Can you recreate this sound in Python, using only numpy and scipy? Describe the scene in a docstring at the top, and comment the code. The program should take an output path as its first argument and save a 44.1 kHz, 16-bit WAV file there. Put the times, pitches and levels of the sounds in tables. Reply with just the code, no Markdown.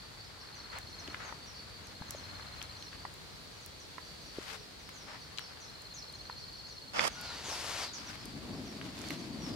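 """Forest hiss, far rumble and a throbbing cricket chorus surround a cooking pit; all are filtered noise.
Birds and soft low animal calls are falling sine whistles with scattered echoes; near crickets trill in wing strokes.
Feet rub sandy soil as clumped noise; embers and twigs tick and soil bumps ring as decaying resonances.
One twig cracks under a close scuff, and at the end a draught makes the fire roar.
Level and delay differences between the two channels act as a pair of spaced microphones."""
import sys
import numpy as np
from scipy import signal
from scipy.fft import rfft, irfft, next_fast_len
from scipy.io import wavfile
from scipy.ndimage import map_coordinates

SR = 44100
rng = np.random.default_rng(int(sys.argv[2]) if len(sys.argv) > 2 else 0)


def attenuation_scalar(level_db):
    """Turn a level in dB into a linear amplitude multiplier (20 dB per decade)."""
    decades = np.asarray(level_db, float) / 20
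    return 10 ** decades


def pcm_store(signal):
    """Save signal as 16-bit PCM."""
    levels = np.round(np.clip(np.atleast_2d(signal), -1, 1) * 32767)
    wavfile.write(sys.argv[1], SR, levels.astype(np.int16).T)


N = 421155

# Relative spectrum of fine grains under a close sole: frequency_hz, level_db
FINE_SAND = [(3240, -16), (5500, -14), (8040, -11.5), (11900, -20), (14900, -28), (15800, -52)]


def unit(x):
    """Normalisation: divides a signal by its root-mean-square value."""
    return x / np.sqrt(np.mean(x ** 2) + 1e-20)


def along(points, hz):
    """Logarithmic frequency scale: interpolates rows of frequency and value."""
    f, v = np.transpose(points)
    return np.interp(np.log(hz + 1), np.log(f + 1), v)


def curves(rows):
    """Linear envelopes: one value per sample for each column after the time."""
    s, *cols = np.transpose(rows)
    return [np.interp(np.arange(N) / SR, s, c) for c in cols]


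def wobble(rate):
    """Band-limited random modulation: a smooth curve through rate random knots a second."""
    knots = rng.standard_normal(int(N * rate / SR) + 4)
    return map_coordinates(knots, [np.arange(N) * rate / SR])


def filtered(x, response):
    """Linear filtering: multiplies the spectrum by a complex response of frequency."""
    m = next_fast_len(N + 8192)
    return irfft(rfft(x, m) * response(np.fft.rfftfreq(m, 1 / SR)), m)[..., :N]


def hiss():
    """White noise: two independent channels with equal power at all frequencies."""
    return rng.standard_normal((2, N))


def pair(noise, spectrum, alike, lag_ms):
    """Interchannel coherence: colours two noises to correlation alike, left one late, overall rms 1."""
    turn = np.arccos(np.clip(alike, -1, 1)) / 2
    common, opposed = np.cos(turn) * noise[0], np.sin(turn) * noise[1]
    lag_s = lag_ms / 1000 * np.array([[1], [0]])

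    def response(hz):
        return attenuation_scalar(along(spectrum, hz)) * np.exp(-2j * np.pi * hz * lag_s)

    return unit(filtered(np.array([common + opposed, common - opposed]), response))


def sides(pan_db):
    """Interchannel level difference: left and right gains, positive toward the left."""
    half_db = np.atleast_1d(pan_db) / 2
    return attenuation_scalar(np.array([half_db, -half_db]))


def rumble():
    """Low-frequency noise: a slowly wavering rumble from afar."""
    # Relative spectrum of the rumble: frequency_hz, level_db
    rumble_spectrum = [(15, -46), (25, -41), (43, -1), (91, 1.5), (140, -4.5), (173, -19), (200, -10),
                       (260, -45), (440, -120)]
    level = attenuation_scalar(-58.5 + 1.6 * wobble(2.52) + 1.06 * wobble(6))
    return level * pair(hiss(), rumble_spectrum, alike=0.82, lag_ms=0) * sides(4)


def flames():
    """Amplitude-modulated noise: flames flutter, and the draught sets their level."""
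    # Fire and wind level before a fixed gain: time_s, level_db
    draught = [(0, -67), (1.1, -57), (1.65, -61), (2.3, -56.5), (3.3, -64), (4.52, -60.5), (4.9, -62),
               (6.6, -65), (7.15, -53.5), (7.85, -58.5), (8.1, -50), (8.5, -40.5), (9.0, -41.5),
               (9.55, -38)]
    # Relative spectrum of the flames: frequency_hz, level_db
    flame_spectrum = [(35, -35), (60, -9.5), (112, -4.5), (226, -1), (287, -0.5), (466, -16), (686, -15),
                      (900, -23.5), (1170, -23), (1980, -120)]
    level_db, = curves(draught)
    flutter = attenuation_scalar(2.25 * wobble(25))
    flame = unit(flutter * pair(hiss(), flame_spectrum, alike=0.88, lag_ms=0.055))
    return flame * attenuation_scalar(level_db - 3.17) * sides(2.5)


def forest_hiss():
    """Diffuse field: the forest hiss is nearly uncorrelated between the channels."""
    # Relative spectrum of the forest hiss: frequency_hz, level_db
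    hiss_spectrum = [(88, -33), (150, 0), (244, -9.5), (455, -6), (727, -11), (1280, -12.5), (2790, -14.5),
                     (3740, -11.5), (4280, -6), (5410, -16.5), (13300, -29.5), (15800, -33.5)]
    level = attenuation_scalar(-52.0 + 0.29 * wobble(2.93))
    return level * pair(hiss(), hiss_spectrum, alike=0.083, lag_ms=0.212)


def chorus():
    """Incoherent summation: many far crickets blur into a narrow throbbing noise band."""
    # Level of the far crickets before the second image is added: time_s, level_db
    chorus_levels = [(0, -59), (.42, -58), (.6, -62), (1.15, -69), (1.35, -56), (1.75, -56.5), (2.1, -72),
                     (2.93, -60), (3.2, -68), (4.41, -57), (4.75, -73), (5.4, -55), (5.9, -67),
                     (6.57, -53.5), (6.9, -59.5), (7.7, -55), (8.75, -61.5), (9.3, -58.5)]
    level_db, = curves(chorus_levels)
    centre_hz, width_hz = 4536, 125

    def narrow(hz):
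        return 1 / (1 + (hz / width_hz) ** 2)

    slow = filtered(hiss(), narrow) + 1j * filtered(hiss(), narrow)
    carrier = np.exp(2j * np.pi * centre_hz * np.arange(N) / SR)
    throb = attenuation_scalar(3.1 * wobble(18) + 1.3 * wobble(60))
    band = unit(throb * (slow * carrier).real)
    crossed = np.roll(band[::-1], 10, axis=1)  # channels swapped, 10 samples late
    return attenuation_scalar(level_db) * (band + 0.3 * crossed)


def grains(clump_db, spike_db):
    """Granular friction: sand grains crunch in clumps; a few are larger."""
    sizes = np.minimum(rng.exponential(size=N), 5)
    return attenuation_scalar(clump_db * (wobble(40) + wobble(300)) + spike_db * sizes) * hiss()


def scrape(level, treble_db, pan_db, spectrum, bright, sand, alike):
    """Sliding friction: a sole rubs the soil, stirring coarse grit and fine bright sand."""
    grit = pair(sand, spectrum, alike, lag_ms=0.04)
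    fine = pair(sand, bright, .5 * alike, lag_ms=0.021)
    return level * attenuation_scalar(1.5) * sides(pan_db) * (grit + attenuation_scalar(treble_db - 0.5) * fine)


def slides():
    """Energy addition: steps and stirring sum in power; the louder one sets treble and side."""
    # Small stirring near the microphones, before fixed gains: time_s, level_db, treble_db
    stirring = [(0, -60.5, -18), (1.7, -60, -11), (2.6, -56.5, -7), (3.15, -63, -5), (4.3, -65, 0),
                (5.5, -59, -12), (6.93, -66, -22), (7.1, -59.5, -7), (9.55, -58, 1)]
    # Feet sliding some steps away, level at the end of the slide before fixed gains:
    # start_s, length_s, level_db, treble_db, left_right_db
    sliding_feet = [(0.454, 0.25, -58.5, -22, 2), (0.704, 0.073, -46, -23, 1.5), (0.952, 0.22, -56, -20, 3),
                    (1.168, .13, -47.5, -27, 2.5), (2.05, 0.42, -58.5, -11, 4), (4.313, 0.14, -56, -2.5, 7),
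                    (4.443, 0.097, -50, -2.5, 7.5), (5.056, 0.094, -49.5, -16, 3.5),
                    (7.918, 0.26, -54.5, -3.5, 4), (8.952, 0.19, -55.5, 1.5, -2)]
    land_s, lift_s, press_db = 0.035, 0.043, 0.5
    stir_pan_db = 3
    t = np.arange(N) / SR
    db, treble_db = curves(stirring)
    power = attenuation_scalar(db) ** 2
    treble, pan = power * treble_db, power * stir_pan_db
    for s, length, db, treble_db, pan_db in sliding_feet:
        # the sole settles, presses harder along the slide, then lifts
        landing, lifting = (t - s) / land_s, (s + length + lift_s - t) / lift_s
        touch = np.clip(np.minimum(landing, lifting), 0, 1)
        effort_db = db - press_db * np.clip(1 - (t - s) / length, 0, 1)
        step = (touch * attenuation_scalar(effort_db)) ** 2
        power, treble, pan = power + step, treble + step * treble_db, pan + step * pan_db
    return np.sqrt(power), treble / power, pan / power


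def footsteps():
    """Sliding friction: steps some way off and small stirring rub loose sand."""
    # Relative spectrum of the coarse sand: frequency_hz, level_db
    sand_spectrum = [(250, -27), (500, -6.5), (850, -2), (1400, -1.5), (2100, -4.5), (2800, -11.5),
                     (4500, -18), (8000, -28), (15000, -84)]
    # Relative spectrum of the bright dust: frequency_hz, level_db
    dust_spectrum = [(1200, -49), (2200, -7.5), (3500, -2), (5500, -6), (8000, -11.5), (12000, -16.5),
                     (15800, -28)]
    return scrape(*slides(), sand_spectrum, dust_spectrum, grains(1.4, 2.3), alike=0.19)


def trees(x):
    """Reverberation: echoes among the trunks, each frequency dying at its own speed."""
    # Decay among the trunks: frequency_hz, t60_s
    tree_decay = [(400, 0.17), (5000, 0.39), (9000, 0.12)]
    hz, t, z = signal.stft(rng.standard_normal((2, SR // 3)), SR, nperseg=256)
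    decay = attenuation_scalar(-60 * t / along(tree_decay, hz)[:, None])
    tail = signal.istft(z * decay, SR, nperseg=256)[1]
    return signal.fftconvolve(x[None], tail / np.linalg.norm(tail[0]), axes=1)[:, :N]


def whistles(table, rough, count, spread, throb_db, flutter_rate, skew):
    """Multipath scattering: falling whistles, quick at first, are split into strands by near boughs."""
    near, far = np.zeros((2, N + SR)), np.zeros(N + SR)
    flutter = wobble(flutter_rate)
    first_plain = np.minimum(np.arange(count), 1)[:, None]  # the first strand is left unaltered
    all_draws = rng.uniform(-1, 1, (len(table), count, 4))
    for (s, length, from_hz, to_hz, db), draws in zip(table, all_draws):
        u = np.arange(int(length * SR)) / (length * SR)
        # share of power sent by way of the trees: it grows for calls above -53.5 dB
        lost = np.clip(.33 + .13 * (db + 53.5), .33, .985)
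        glide_hz = to_hz + (from_hz - to_hz) * (1 - u) ** 1.6
        envelope = np.sin(np.pi * u ** skew) ** 0.39
        flutter_depth = rough * to_hz / flutter_rate * np.sqrt(lost)
        for late, bend, size, side in draws * first_plain:
            hz = glide_hz * (1 - spread * lost * abs(bend) * (1 - u))
            at = int((s + 0.44 * lost * length * abs(late)) * SR)
            phase = 2 * np.pi * np.cumsum(hz) / SR + flutter_depth * flutter[at // 2:][:len(u)]
            note = attenuation_scalar(db + 5.9 * size) * envelope * np.sin(phase)
            near[:, at:][:, :len(u)] += np.sqrt(1 - lost) * note * sides(5 * side)
            far[at:][:len(u)] += np.sqrt(lost) * note
    throb = attenuation_scalar(throb_db * wobble(50))
    return throb * near[:, :N] + trees(throb * far[:N])


def flock(count):
    """Random point process: fainter chirps at independent, uniformly drawn moments."""
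    draws = rng.uniform(size=(count, 4))
    return [(s * (N / SR - .3), 0.065 + 0.08 * n, 5600 + 1400 * hz, 4900, -69 + 4 * db)
            for s, n, hz, db in draws]


def birds():
    """Frequency modulation: small birds drop falling chirps among the trees."""
    # Bird chirps, nominal values before strands vary them: start_s, length_s, from_hz, to_hz, level_db
    bird_chirps = [(.24, .054, 5840, 4800, -64), (.40, .068, 5880, 4490, -59),
                   (.55, 0.086, 6400, 5200, -60.5), (.99, .045, 6500, 4670, -57),
                   (1.22, 0.12, 7140, 5540, -64), (1.46, .11, 6400, 4980, -62),
                   (2.15, .12, 6970, 4980, -63), (2.79, .12, 6800, 4980, -62),
                   (3.8, .049, 6970, 4870, -60.5), (4.93, 0.16, 7000, 4800, -60.5),
                   (5.4, 0.092, 6070, 4970, -58.5), (5.6, 0.1, 6850, 4860, -60.5),
                   (5.94, 0.1, 7240, 4700, -56), (6.14, 0.052, 7100, 5400, -63),
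                   (6.38, .07, 6000, 5000, -68), (6.67, .12, 6840, 4970, -61),
                   (7.1, 0.2, 6600, 4940, -57.5), (7.19, .17, 5340, 3650, -53),
                   (7.44, .13, 6950, 4400, -49.5), (7.49, .08, 6300, 4800, -51),
                   (7.8, 0.1, 6020, 3850, -49.5), (7.93, 0.069, 7170, 4320, -51.5),
                   (8.06, 0.079, 6680, 4260, -53.5), (8.19, 0.13, 5620, 4680, -57.5),
                   (9.04, 0.15, 4780, 4110, -55), (9.4, .16, 5850, 4780, -56)]
    return whistles(bird_chirps + flock(count=40), rough=0.15, count=4, spread=.3, throb_db=1.5,
                    flutter_rate=400, skew=0.29)


def animal_calls():
    """Frequency modulation: soft low animal calls glide downward with a rough phase."""
    # Animal calls, nominal values before strands vary them: start_s, length_s, from_hz, to_hz, level_db
    low_calls = [(.35, .15, 1102, 1086, -63), (1.72, .2, 463, 427, -60.5), (4.48, 0.17, 450.5, 416, -57),
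                 (7.09, .27, 1510, 1407, -54), (9.445, 0.1206, 539, 383, -48)]
    return whistles(low_calls, rough=.36, count=2, spread=.08, throb_db=4, flutter_rate=220, skew=.9)


def cricket():
    """Stridulation: each chirp is two wing strokes on one ringing pitch, with a weak third harmonic."""
    # Near trills, level before effort and gain: first_chirp_s, end_s, level_db, start_pitch_hz, end_pitch_hz
    near_trills = [(.411, 1.146, -58, 4240, 4290), (1.949, 2.926, -57.5, 4240, 4200),
                   (5.621, 6.93, -57, 4167, 4300)]
    period_s = .0571
    swell_s, swell_db, tire_db_per_s = 0.3, 7, 1.5  # a trill starts soft, then slowly tires
    t = np.arange(N) / SR
    times = [row[k] for row in near_trills for k in (0, 1)]
    pitches = [row[k] for row in near_trills for k in (3, 4)]
    hz = np.interp(t, times, pitches)
    strokes = np.zeros(N)
    for start, end, db, *_ in near_trills:
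        u, age = (t - start) % period_s, np.clip(t - start, 0, end - start)
        both = np.exp(-((u - .006) / 0.0045) ** 2) + 1.09 * np.exp(-((u - .021) / 0.0043) ** 2)
        effort_db = db - swell_db * np.clip(1 - age / swell_s, 0, 1) - tire_db_per_s * age
        strokes += both * attenuation_scalar(effort_db) * (t >= start) * np.clip((end - t) / 0.011, 0, 1)
    phase = 2 * np.pi * np.cumsum(hz) / SR + .5 * wobble(150)
    tone = np.sin(phase) + attenuation_scalar(-29) * np.sin(3 * phase)
    song = strokes * attenuation_scalar(13.5 + 1.2 * wobble(120)) * tone
    direct = np.array([np.roll(song, 10), song])  # left channel 10 samples late
    return direct * sides(2) + attenuation_scalar(-18) * trees(song)


def ticks():
    """Modal decay: snapped wood rings briefly, splinters rattle near that pitch, a bright click rides on top."""
    # Twigs knock and snap, levels before fixed gains: start_s, level_db, ring_hz, treble_db, left_right_db
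    twig_snaps = [(.785, -41, 1970, 8, -2), (1.076, -36.5, 2830, -25, 8), (1.144, -28, 1630, -26, 3),
                  (1.324, -34, 1020, -25, 2), (2.02, -40.5, 870, -25, 3), (2.396, -38, 1110, -26, 0),
                  (2.615, -36.5, 2720, -8, 13), (2.824, -38.5, 3370, -27, 4), (2.929, -42, 1500, -20, 7),
                  (3.051, -32.5, 1030, -30, 1), (3.981, -34.5, 1074, -30, -4), (4.89, -38.5, 1630, -3, 5),
                  (5.375, -33, 3700, -15, 6), (5.384, -28.5, 3120, -19, 7), (5.392, -38.5, 1530, -1, 13),
                  (6.297, -33.5, 984, -30, 1), (6.993, -13.5, 1860, -32, -3), (8.813, -33.5, 1660, -20, -2),
                  (9.04, -40, 1900, -20, -2), (9.105, -29.5, 2030, -2, -3)]
    # Embers tick, level before a fixed gain: start_s, level_db, ring_hz
    ember_ticks = [(1.87, -46, 6000), (2.107, -30, 6650), (2.626, -36, 5940), (3.139, -45, 9000),
                   (3.661, -39.5, 8950), (5.819, -47, 7800), (6.125, -46, 7000), (6.53, -51, 8000),
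                   (7.212, -39, 9000), (8.255, -39, 6760), (8.99, -46, 7500), (9.016, -37.5, 5470),
                   (9.086, -37, 5500)]
    ember_treble_db, ember_pan_db = -14, -1.5
    out, t = np.zeros((2, N + SR)), np.arange(SR // 20) / SR
    f = np.fft.rfftfreq(len(t), 1 / SR)
    bright = 1j * f / (7000 + 1j * f) * 1j * f / (5000 + 1j * f) / (1 + 1j * f / 9000) ** 2
    hits = twig_snaps + [(*row, ember_treble_db, ember_pan_db) for row in ember_ticks]
    noises = rng.standard_normal((len(hits), 2, len(t)))
    for (s, db, hz, treble_db, pan_db), noise in zip(hits, noises):
        t60 = .004 + 15 / hz  # seconds: a fixed part plus 15 ring cycles
        splinters = attenuation_scalar(-60 * t / t60) * (1 - np.exp(-t / 0.00045)) * noise
        upper = 0.42 * np.sin(2 * np.pi * 1.822 * hz * t) * hz * t  # the upper mode blooms late
        hollow = np.sin(2 * np.pi * hz * t) + upper
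        ring = attenuation_scalar(-6.5 * hz * t) * (1 - np.exp(-6 * hz * t)) * hollow
        wood = 1j * f * 1.86 * hz / (1.15 * hz * hz - f * f + 1j * f * 1.33 * hz)
        colour = 1.15 * wood * wood * wood + attenuation_scalar(treble_db + 7) * bright
        rattle = irfft(rfft(splinters) * colour, len(t))
        at = round((s + .0005) * SR)
        out[:, at:][:, :len(t)] += attenuation_scalar(db + 3.0) * sides(pan_db) * (1.12 * ring + rattle)
    return out[:, :N] + attenuation_scalar(-9.5) * trees(out[:, :N].mean(0))


def bumps():
    """Damped oscillation: a soft push rings the soil briefly."""
    # Dull bumps on the ground, level before fixed gains: start_s, level_db, ring_hz
    ground_bumps = [(1.084, -33, 293), (2.013, -31, 149), (2.094, -37, 172), (2.148, -32.5, 593),
                    (4.385, -24.5, 380), (7.484, -33.5, 386), (7.519, -31, 630)]
    t60_s, attack_s = 0.013, 0.0011
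    out, t = np.zeros(N + SR), np.arange(SR // 10) / SR
    for s, db, hz in ground_bumps:
        envelope = attenuation_scalar(db + 6 - 60 * t / t60_s) * (1 - np.exp(-t / attack_s))
        out[round(s * SR):][:len(t)] += envelope * np.sin(2 * np.pi * hz * t)
    return out[:N] * sides(3)


def during(rows):
    """Time gating: 1 from the first row to the last, else 0."""
    t = np.arange(N) / SR
    return (t >= rows[0][0]) & (t <= rows[-1][0])


def stroke(rows):
    """Envelope control: level, treble and side of one stroke."""
    db, treble_db, pan_db = curves(rows)
    return during(rows) * attenuation_scalar(db), treble_db, pan_db


def scuff():
    """Sliding friction: a close sole scuffs briefly, its two channels partly in antiphase."""
    # Close scuff, levels before fixed gains: time_s, level_db, treble_db, left_right_db
    scuff_path = [(6.934, -45, -14, -4), (6.945, -36, -18, -5), (6.97, -32.5, -20, -1), (7, -35, -21, -9),
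                  (7.02, -36, -15, -8.5), (7.045, -35.5, -13, -12.5), (7.065, -29.5, -10, -4),
                  (7.078, -32.5, -3, -7), (7.092, -44, -22, -1)]
    # Relative spectrum of the sole on soil: frequency_hz, level_db
    sole_spectrum = [(88, -37), (150, -10), (362, -15), (558, -7), (729, -7), (875, -5), (1350, -6.5),
                     (1520, -9.5), (3100, -12), (3910, -23), (4940, -11.5), (8000, -34), (10400, -49),
                     (17600, -120)]
    return scrape(*stroke(scuff_path), sole_spectrum, FINE_SAND, grains(2.4, 1.1), alike=-0.42)


def drag():
    """Sliding friction: a long drag over grit, its channels strongly correlated."""
    # Long drag, levels before fixed gains: time_s, level_db, treble_db, left_right_db
    drag_path = [(7.094, -57.5, -9, -1), (7.3, -48.5, -12, 2), (7.42, -50.5, -9, 2.5), (7.5, -46, -3, 4),
                 (7.83, -42.5, -6, 4.5), (7.9, -54, -8, 3)]
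    # Relative spectrum of the coarse grit: frequency_hz, level_db
    grit_spectrum = [(150, -42), (250, -18), (449, -2.5), (523, -4), (865, 0.5), (1070, -1.5), (1640, -3.5),
                     (5010, -4.5), (7000, -12), (9100, -64), (15400, -120)]
    return scrape(*stroke(drag_path), grit_spectrum, FINE_SAND, grains(0.62, 3.1), alike=0.9)


def scene():
    """Superposition: the pressures of all sources add."""
    background = rumble() + flames() + forest_hiss() + chorus()
    animals = birds() + animal_calls() + cricket()
    feet = footsteps() + scuff() + drag()
    return background + animals + feet + ticks() + bumps()


def band_limit(x):
    """A steep low-pass at the top of the band."""
    return signal.sosfilt(signal.butter(12, 16650, fs=SR, output="sos"), x)


def record(dry):
    """Band limitation: an ideal low-pass filter passes only frequencies below 15830 Hz."""
    mix = filtered(dry, lambda hz: hz < 15830)
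    return band_limit(mix)


dry = scene()
out = record(dry)
pcm_store(out)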